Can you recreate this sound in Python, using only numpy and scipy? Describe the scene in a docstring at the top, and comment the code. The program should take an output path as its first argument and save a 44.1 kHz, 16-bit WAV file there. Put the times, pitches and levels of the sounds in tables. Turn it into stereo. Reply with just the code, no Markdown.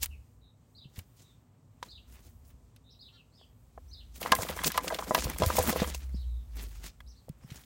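"""A bird at a wire cage

In a garden, with a phone in the hand, a bird taps a cage, then thrashes in the grass and bangs the mesh.
Blows ring decaying modes, snaps are noise bursts, thuds sagging low notes; shaken mesh is resonant noise.
Feathers, leaves and cloth rustle as grainy coloured noise; sparrows and other birds are gliding sines with echoes.
Traffic and town are coloured noise; one engine slows down, a sinking tone with a second harmonic.
"""
import sys
import numpy as np
from scipy import signal
from scipy.fft import rfft, irfft, next_fast_len
from scipy.io import wavfile
from scipy.ndimage import uniform_filter1d

SR = 44100
rng = np.random.default_rng(int(sys.argv[2]) if len(sys.argv) > 2 else 0)


def wrap_up_sound(samples):
    """Save the sound to the file named by the first command line argument, as 16-bit audio."""
    columns = np.atleast_2d(samples).T
    # keep every value between -1 and 1, then stretch to whole-number steps
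    tamed = np.clip(columns, -1, 1)
    steps = np.round(tamed * 32767).astype(np.int16)
    wavfile.write(sys.argv[1], SR, steps)


N = 337351
T = np.arange(N) / SR  # time, s

# Levels are relative and precede the phone's response; spectra give weights that are then set to rms 1.
# Noise of the garden: pitch_hz, density_db
GARDEN_SPECTRUM = [(59, -44.5), (100, 2.5), (210, -14), (239, -7.5), (315, -18.5), (1150, -25.5),
                   (1520, -32), (5000, -38.5), (8500, -33), (9300, -44), (16000, -36.5)]
# Rumble of distant engines: pitch_hz, density_db
RUMBLE_SPECTRUM = [(28, -16.5), (55, 14), (80, 9), (130, -40)]
# Course of the traffic rumble: time_s, level_db
TRAFFIC_LEVEL = [(0.0, -35), (0.22, -51.5), (0.55, -63), (1.5, -67), (2.23, -51), (3.3, -65.5),
                 (3.78, -49.5), (4.21, -49), (4.44, -43), (4.97, -50), (5.25, -37), (6.85, -40.5),
                 (6.93, -55.5), (7.08, -46.5), (7.25, -60), (7.65, -51.5)]
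# Course of the single engine note: time_s, level_db
ENGINE_LEVEL = [(5.4, -37), (6.0, -38.5), (6.16, -29.5), (6.4, -32), (6.46, -48), (6.55, -32), (6.9, -46.5),
                (6.94, -88.5)]
# Sparrow chirps: start_s, level_db, top_pitch_hz
CHIRPS = [(0.749, -54, 5026), (1.884, -50.5, 4950), (2.99, -52.5, 5024), (3.912, -51, 5140),
          (6.133, -57.5, 5500)]
# Arched tweets of other birds: start_s, length_s, top_pitch_hz, drop_at_both_ends (share of the top), level_db
TWEETS = [(2.888, 0.06, 5500, 0.57, -61), (3.319, 0.11, 4970, 0.14, -65), (3.878, 0.04, 6050, 0.15, -63.5),
          (7.062, 0.065, 5810, 0.38, -59.5), (7.147, 0.055, 4540, 0.3, -65),
          (7.421, 0.045, 5420, 0.12, -68.5), (7.506, 0.062, 5800, 0.099, -70)]
# Whistles gliding evenly, most of them falling: start_s, length_s, first_pitch_hz, last_pitch_hz, level_db
WHISTLES = [(0.096, 0.057, 3006, 2360, -58.5), (0.41, 0.1, 3840, 3790, -69),
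            (1.231, 0.11, 3800, 3480, -68.5), (2.837, 0.14, 3690, 3980, -65.5),
            (3.163, 0.054, 3210, 2500, -60.5), (3.375, 0.067, 3705, 2850, -59),
            (6.218, 0.22, 4010, 3500, -69)]
# Throat resonances of the hoarse call: centre_hz, width_hz, weight_db
THROAT = [(1550, 200, -4), (3780, 1200, -0.5)]
# Swishes of feathers, leaves and cloth: middle_s, half_length_s, hiss_level_db
SWISHES = [(0.036, 0.0097, -27.5), (0.977, 0.026, -53), (1.207, 0.02, -56), (1.868, 0.021, -53.5),
           (2.154, 0.046, -60), (2.275, 0.022, -59), (2.488, 0.024, -61.5), (4.165, 0.015, -47.5),
           (4.42, 0.015, -38), (4.674, 0.0093, -22.5), (5.193, 0.035, -45.5), (5.244, 0.0051, -26),
           (5.47, 0.018, -40), (5.574, 0.011, -36), (5.591, 0.011, -26.5), (5.686, 0.019, -27),
           (5.792, 0.032, -51), (5.891, 0.037, -50), (5.949, 0.0051, -32.5), (6.034, 0.11, -61),
           (6.616, 0.036, -46), (6.765, 0.031, -55), (6.86, 0.024, -44), (7.552, 0.064, -56.5)]
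# Bouts of thrashing in the grass: start_s, end_s, level_db
THRASH = [(4.218, 5.325, -47), (5.405, 5.851, -44)]
# Bright part of the rustle: pitch_hz, density_db
HISS_SPECTRUM = [(1500, -28), (2600, -12), (7000, -6.5), (9000, -11.5), (13000, -14.5), (16000, -8)]
# Duller part of the rustle: pitch_hz, density_db
BODY_SPECTRUM = [(150, 3.5), (500, -7.5), (1000, -10.5), (2000, -10.5), (7000, -19)]
# Borders of the bands that swell apart: pitch_hz
PATCH_EDGES_HZ = [700, 1500, 3000, 5500, 9000]
# Balance as the phone swings about: time_s, left_minus_right_db
PAN = [(0, -37), (1.8, -5.5), (3.7, -20), (4.2, 8), (6, 6.5), (7.6, 11)]
# Dull thuds through the ground and the hand: start_s, peak_db, initial_pitch_hz
THUDS = [(0.855, -37, 136), (0.981, -31, 94), (4.318, -22, 217), (4.39, -27.5, 95), (5.108, -26, 220),
         (5.256, -25, 127), (5.43, -21, 111), (5.466, -17, 89), (5.59, -20, 88), (5.681, -16.5, 229),
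         (5.818, -15.5, 200), (6.144, -28, 190), (7.297, -28.5, 154), (7.445, -36.5, 150),
         (7.517, -32, 139)]
# Modes of the cage, before scatter, detuning and damping: pitch_hz, weight_db, t60_s
CAGE = [(509.4, 7, 0.16), (644, 10.5, 0.067), (780, 2.5, 0.075), (1004.7, 12, 0.088), (1222, 12, 0.052),
        (1645, 8, 0.08), (2007, 11, 0.076), (3313, 15.5, 0.06)]
# Blows on the cage: start_s, ring_peak_db, pitch_of_struck_spot_hz
BLOWS = [(1.827, -24, 885), (3.412, -50.5, 774), (3.777, -36.5, 680), (4.217, -29.5, 524),
         (4.26, -18.5, 1460), (4.321, -4.5, 1060), (4.409, -25.5, 890), (4.499, -22, 530),
         (4.639, -21, 1000), (4.777, -11.5, 1020), (4.874, -28, 1520), (4.988, -22, 1000),
         (5.024, -21.5, 1040), (5.109, -10.5, 750), (5.147, -9, 1100), (5.179, -20, 556), (5.42, -9, 587),
         (5.434, -17, 840), (5.502, -15.5, 890), (5.584, -9.5, 574), (5.76, -21.5, 496), (5.82, -18.5, 440),
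         (5.945, -30.5, 662), (7.004, -36, 1710), (7.284, -38.5, 480)]
# Snaps of quills, twigs and wire: start_s, level_db, sharpness_db (weight of the top treble)
SNAPS = [(0.0295, -30.5, 8.5), (0.058, -38.5, 6.5), (0.959, -38, -7), (0.9897, -31, -2.5),
         (1.8268, -22.5, -12), (2.762, -40.5, -2.5), (4.2278, -17, -2.5), (4.3192, 2, -8),
         (4.351, -24.5, 12.5), (4.486, -16, -13), (4.6363, -22.5, 6.5), (4.6425, -6, -19),
         (4.7182, -18, 1.5), (4.776, -7.5, -4.5), (4.8778, -9.5, -17), (4.9442, -13, -7.5),
         (4.9866, -18, -15), (5.1466, -2, -3.5), (5.2984, -27, 10), (5.3842, -29.5, 11.5),
         (5.4208, -15.5, -4.5), (5.4338, -12.5, -10), (5.4615, -26, 12.5), (5.5896, -19.5, 8),
         (5.8264, -27, -2), (7.004, -39, -3), (7.2917, -43.5, 6), (7.5026, -31, -11), (7.5097, -36, -5),
         (7.522, -37, -8), (7.635, -39.5, -12)]

GARDEN_DB = -59
ENGINE_S, ENGINE_HZ, SAG_HZ_PER_S = 5.4, 79.8, 22  # pitch at this time, and its even fall
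# A chirp is two syllables, each a rise and a quick fall; the first rebounds, the second is lower and sinks.
RISE_FROM, FALL_TO, REBOUND_TO, SINK_TO = 0.78, 0.72, 0.8, 0.62  # shares of the syllable's top pitch
RISE_S, FALL_S, TAIL_S = 0.024, 0.013, 0.012
SECOND_S, SECOND_PITCH, SECOND_DB = 0.054, 0.83, -2  # delay, pitch ratio and level of the second syllable
RASP_S, RASP_LENGTH_S, RASP_HZ, RASP_DB = 3.12, 0.058, 347, -67
NEAR_T60_S, NEAR_DB = 0.13, 5  # echoes off the near sheds
WALLS_T60_S, WALLS_DB = 0.35, -1  # echoes off the far walls
SWISH_BODY_DB, THRASH_BODY_DB = -5, 6.5  # body against hiss
FULLER_DB = 7.5  # body gained when a swish lasts twice as long
STIR_DB_PER_S, SETTLE_DB_PER_S = 600, 250  # slopes before and after a bout
MESH_DB = -3  # hum of the shaken mesh against the thrashing level
TOP_HZ = 15900  # upper limit of the phone


def undb(db):
    """Level law: a gain is ten to the power of decibels over twenty."""
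    return 10 ** (np.asarray(db) / 20)


def unit(x):
    """Normalisation: scale to rms 1."""
    return x / np.sqrt(np.mean(x ** 2))


def columns(rows):
    """Linear interpolation: join table rows by straight lines in time."""
    time_s, *values = np.transpose(rows)
    return [np.interp(T, time_s, value) for value in values]


def fade(t, t60):
    """Exponential decay: the level falls by 60 dB in t60 seconds."""
    return np.exp(-np.log(1000) * t / t60)


def colour(x, points):
    """Spectral shaping: weight the spectrum along log frequency, then scale to rms 1."""
    hz, db = np.transpose(points)
    size = next_fast_len(N)
    f = np.arange(size // 2 + 1) * SR / size + 1  # 1 Hz up, to avoid log 0
    weight = undb(np.interp(np.log(f), np.log(hz), db, left=-80))
    return unit(irfft(rfft(x, size) * weight, size)[..., :N])


def walk(rate):
    """Slow random modulation: levels renewed at this rate in Hz, joined by slopes; spread near 1."""
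    hold = int(SR / rate)
    steps = np.repeat(rng.standard_normal(N // hold + 1), hold)
    return unit(uniform_filter1d(steps, hold)[:N])


def pair(alike):
    """Partial coherence: left and right noise that share a part of their power."""
    both, left, right = rng.standard_normal((3, N))
    alike = np.clip(alike, 0, 1)
    return np.sqrt(alike) * both + np.sqrt(1 - alike) * np.array([left, right])


def add(out, x, s, pan_db, lag_s):
    """Stereo localisation: a level difference and a small lag between the two ports."""
    for ch, (start, db) in enumerate([(s, pan_db / 2), (s + lag_s, -pan_db / 2)]):
        i = max(int(start * SR), 0)
        n = min(len(x), N - i)
        out[ch, i:i + n] += undb(db) * x[:n]


def patchy(x, rate, spread_db):
    """Independent band modulation: bands swell and sink apart, so the colour keeps changing."""
    out = 0
    for hz in PATCH_EDGES_HZ:
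        low = signal.sosfiltfilt(signal.butter(2, hz, fs=SR, output="sos"), x)
        out = out + low * undb(spread_db * walk(rate))
        x = x - low
    return out + x * undb(spread_db * walk(rate))


def whistle(pitch):
    """Frequency modulation: a sine whose phase is the running sum of its pitch."""
    return np.sin(2 * np.pi * np.cumsum(pitch) / SR)


def garden():
    """Diffuse field: town noise and leaves, coherent in the bass, not the treble; lows and highs swell apart."""
    low = signal.butter(1, 400, fs=SR, output="sos")
    same, apart = pair(0.9), pair(0.029)
    air = colour(apart + signal.sosfilt(low, same - apart), GARDEN_SPECTRUM)
    town = signal.sosfiltfilt(signal.butter(2, 1500, fs=SR, output="sos"), air)
    leaves = patchy(air - town, 10, 2.5) * undb(2 * walk(5))
    return undb(GARDEN_DB) * (town * undb(0.5 * walk(0.85)) + leaves)


def traffic():
    """Noise and tone: distant engines merge into a rumble; one engine's sinking note carries the bass."""
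    hz = ENGINE_HZ - SAG_HZ_PER_S * (T - ENGINE_S)
    sounding = (T > ENGINE_LEVEL[0][0]) * (T < ENGINE_LEVEL[-1][0])
    on = uniform_filter1d(1. * sounding, 1500)
    # the rumble yields 6 dB while the engine note lasts
    rumble = colour(pair(.75), RUMBLE_SPECTRUM) * undb(columns(TRAFFIC_LEVEL)[0] - 6 * on)
    octave = undb(-23.0) * whistle(2 * hz * (1 + 0.032 * walk(48)))
    level = undb(columns(ENGINE_LEVEL)[0] + 1.3 * walk(17))
    note = on * np.sqrt(2) * level * (whistle(hz) + octave)
    return rumble + np.array([note, np.roll(note, 60) * undb(-1.0)])


def rasp():
    """Source and filter: the overtones of a hoarse call, weighted by throat resonances."""
    t = T[:int(RASP_LENGTH_S * SR)]
    hz = RASP_HZ * np.arange(1, 22)[:, None]
    drift = 2 * np.pi * np.cumsum(1 + 0.01 * walk(80)[:len(t)]) / SR
    gain = sum(undb(db) * np.exp(-((hz - mid_hz) / width) ** 2) for mid_hz, width, db in THROAT)
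    gain = gain * undb(5 * rng.standard_normal(hz.shape))  # uneven overtones
    swell = np.sqrt(np.sin(np.pi * t / RASP_LENGTH_S))
    return undb(RASP_DB) * swell * (gain * np.sin(hz * drift)).sum(0)


def chirps(dry):
    """Pitch glide: each sparrow syllable is a near-sine that rises, falls and trails off."""
    knots = np.cumsum([0, RISE_S, FALL_S, TAIL_S])
    t = T[:int(knots[-1] * SR)]
    tail_fade = undb(-400 * np.maximum(t - knots[2], 0))  # the tail dies away
    swell = np.sin(np.pi * t / knots[-1]) ** 0.3 * tail_fade
    syllables = [(0, 1, 0, REBOUND_TO), (SECOND_S, SECOND_PITCH, SECOND_DB, SINK_TO)]
    for s, level_db, top_hz in CHIRPS:
        for late_s, share, db, tail in syllables:
            shape = np.interp(t, knots, [RISE_FROM, 1, FALL_TO, tail])
            glide = share * top_hz * uniform_filter1d(shape, 150)
            i = int((s + late_s) * SR)
            voice = whistle(glide * (1 + 0.012 * walk(700)[:len(t)]))
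            dry[i:i + len(t)] += undb(level_db + db) * swell * voice


def other_birds(dry, burr=0.04):
    """Pitch glide: tweets follow a parabola, whistles a straight line, both with a random burr."""
    waver = walk(900)
    notes = [(s, length, db, lambda u, hz=hz, arch=arch: hz * (1 - arch * (2 * u - 1) ** 2))
             for s, length, hz, arch, db in TWEETS]
    notes += [(s, length, db, lambda u, a=a, b=b: a + (b - a) * u) for s, length, a, b, db in WHISTLES]
    for s, length, level_db, shape in notes:
        i, n = int(s * SR), int(length * SR)
        u = np.linspace(0, 1, n)
        voice = whistle(shape(u) * (1 + burr * waver[i:i + n]))
        dry[i:i + n] += undb(level_db) * np.sqrt(np.sin(np.pi * u)) * voice


def birds():
    """Reverberation: calls convolved with decaying noise, as echoes off sheds and walls smear them."""
    dry = np.zeros(N)
    chirps(dry)
    call = rasp()
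    dry[int(RASP_S * SR):][:len(call)] += call
    other_birds(dry)
    t = T[:SR // 2]
    echo = sum(undb(db) * unit(fade(t, t60)) * rng.standard_normal((2, len(t)))
               for t60, db in [(NEAR_T60_S, NEAR_DB), (WALLS_T60_S, WALLS_DB)]) / np.sqrt(len(t))
    wet = signal.fftconvolve(dry[None], echo, axes=1)[:, :N]
    return np.array([dry, np.roll(dry, 9)]) + wet


def astir(t):
    """Envelope of the thrashing: quick to start, held, slow to settle."""
    return sum(undb(db - STIR_DB_PER_S * np.maximum(start - t, 0) - SETTLE_DB_PER_S * np.maximum(t - end, 0))
               for start, end, db in THRASH)


def rustle(flutter_db=1.0, grain_db=1.0):
    """Granular friction: feathers, leaves and cloth give swells of dense, uneven grains, a hiss and a body."""
    hiss = astir(T) * undb(4 * walk(55))
    body = np.sqrt(hiss * astir(T)) * undb(THRASH_BODY_DB + 2.27 * walk(45))
    for s, half, db in SWISHES:
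        near = slice(max(int((s - 6 * half) * SR), 0), int((s + 6 * half) * SR))
        swell = undb(db - 12.1 * (np.hypot(1, (T[near] - s) / half) - 1))  # round top, even fade
        hiss[near] += swell
        body[near] += swell * undb(SWISH_BODY_DB + FULLER_DB * np.log2(min(half, 0.04) / 0.018))
    grain_levels = np.minimum(rng.exponential(size=N // 40 + 1), 6)
    grains = undb(grain_db * np.repeat(grain_levels, 40)[:N])
    # dry stalks crackle, about 90 ticks a second
    ticks = (rng.random(N) < 90 / SR) * undb(4 * np.minimum(rng.exponential(size=N), 2.5) - 3)
    grains = grains * (1 + np.convolve(ticks, fade(T[:SR // 50], 0.012))[:N])
    hiss = hiss * unit(colour(pair(0.13) * grains, HISS_SPECTRUM) * undb(flutter_db * walk(150)))
    body = body * unit(colour(pair(0.12) * grains, BODY_SPECTRUM) * undb(flutter_db * walk(70)))
    pan_db = 0.09 * columns(PAN)[0]  # spread-out sources move less
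    return undb(np.array([pan_db, -pan_db]) / 2) * patchy(hiss + body, 45, 4.4)


def thuds(decay_cycles=7.952):
    """Damped oscillation: soft, slow pushes give a few cycles of a low note that sags."""
    out, t = np.zeros((2, N)), T[:SR // 5]
    for s, db, hz in THUDS:
        onset = 1 - np.exp(-hz * t / 0.051)
        x = np.sin(2 * np.pi * hz * t * (1 - 1.1 * t)) * fade(t, decay_cycles / hz) * onset
        add(out, undb(db) * x / np.abs(x).max(), s, 1.5, .0004)
    return out


def mesh():
    """Forced resonance: uneven jolts keep the lowest cage modes humming while the bird thrashes."""
    jolts = pair(0.37) * undb(11.0 * walk(60))
    hum = sum(undb(db) / hz * signal.lfilter(*signal.iirpeak(hz, hz * t60 / 3.9, fs=SR), jolts)
              for hz, db, t60 in CAGE[:4])
    return undb(MESH_DB) * astir(T) * unit(hum)


def crack(t, level_db, sharp_db, pan_db, t60=0.031, sharp_t60=0.016):
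    """Impulsive fracture: a burst of treble noise whose top dies first."""
    hiss = rng.standard_normal((3, len(t)))
    burst = hiss[0] + 1.1 * hiss[1:]  # partly shared by the ports
    band = signal.butter(1, [2000, 5000], "band", fs=SR, output="sos")
    bright = signal.sosfilt(band, burst) * fade(t, t60) * np.minimum(t / 0.0024, 1)
    # differentiation tilts the noise towards the top
    sharp = undb(sharp_db) * np.gradient(burst, axis=1) * fade(t, sharp_t60) * np.minimum(t / 0.00073, 1)
    return undb(level_db + np.array([[pan_db], [-pan_db]]) / 2) * (bright + sharp) / 2


def cage_ring(t, ring_db, spot_hz, chance, knock=3, knock_t60=0.012):
    """Modal synthesis: a blow excites the modes near the pitch of the struck spot, each decaying."""
    hz, db, t60 = np.transpose(CAGE)[:, :, None]
    scatter_db, detune, reach = 3.5, 0.025, 0.65  # reach in log frequency
    held = min(undb(0.4 * (ring_db + 7)), 1)  # light taps die sooner
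    share = undb(db + scatter_db * chance[0]) * np.exp(-(np.log(hz / spot_hz) / reach) ** 2)
    wave = np.sin(2 * np.pi * hz * (1 + detune * chance[1]) * t + chance[2])
    ring = (share * wave * fade(t, t60 * held)).sum(0)
    # damped hard while the body still touches
    return ring * (1 + knock * fade(t, knock_t60)) * np.minimum(t / 0.0018, 1)


def blows(lag_s=0.00029, rattle_db=13, buzz_db=4, count=70):
    """Impact excitation: blows ring the cage, snaps crack, and small rattles fill the struggle."""
    out, t = np.zeros((2, N + SR)), T[:SR // 6]
    buzz = np.pad(walk(500), (0, SR))
    u = rng.random((count, 4))
    when = THRASH[0][0] + (THRASH[-1][1] - THRASH[0][0]) * u[:, 0]
    small_db = rattle_db + 20 * np.log10(astir(when)) + 10.0 * u[:, 1]
    rattles = np.c_[when, small_db, 450 * 5 ** u[:, 2]]
    rattle_snaps = np.c_[when, small_db - 16 * u[:, 3], -14 * u[:, 2]]
    side_db = lambda s: np.interp(s, *np.transpose(PAN))
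    for s, ring_db, spot_hz in np.r_[BLOWS, rattles]:
        chance = rng.standard_normal((3, len(CAGE), 1))
        ring = cage_ring(t, ring_db, spot_hz, chance)
        ring = ring * undb(buzz_db * buzz[int(s * SR):][:len(t)])  # loose wire buzzes on the ring
        pan_db = side_db(s) + 0.55 * chance[2, 0, 0]
        add(out, undb(ring_db) * ring / np.abs(ring).max(), s, pan_db, lag_s * chance[2, 1, 0])
    for s, level_db, sharp_db in np.r_[SNAPS, rattle_snaps]:
        i = int(s * SR)
        out[:, i:i + len(t)] += crack(t, level_db, sharp_db, side_db(s))
    return out[:, :N]


def scene():
    """Superposition: the pressures of all sources add at the two ports."""
    return garden() + traffic() + birds() + rustle() + thuds() + mesh() + blows()


def record(dry):
    """Band limiting and saturation: the phone cuts the deepest bass, rounds loud peaks and cuts the top."""
    dry = signal.sosfilt(signal.butter(2, 30, "high", fs=SR, output="sos"), dry)
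    rounded = 0.68 * np.tanh(dry / 0.84)
    return signal.sosfilt(signal.ellip(10, .2, 80, TOP_HZ, fs=SR, output="sos"), rounded)


dry = scene()
out = record(dry)
wrap_up_sound(out)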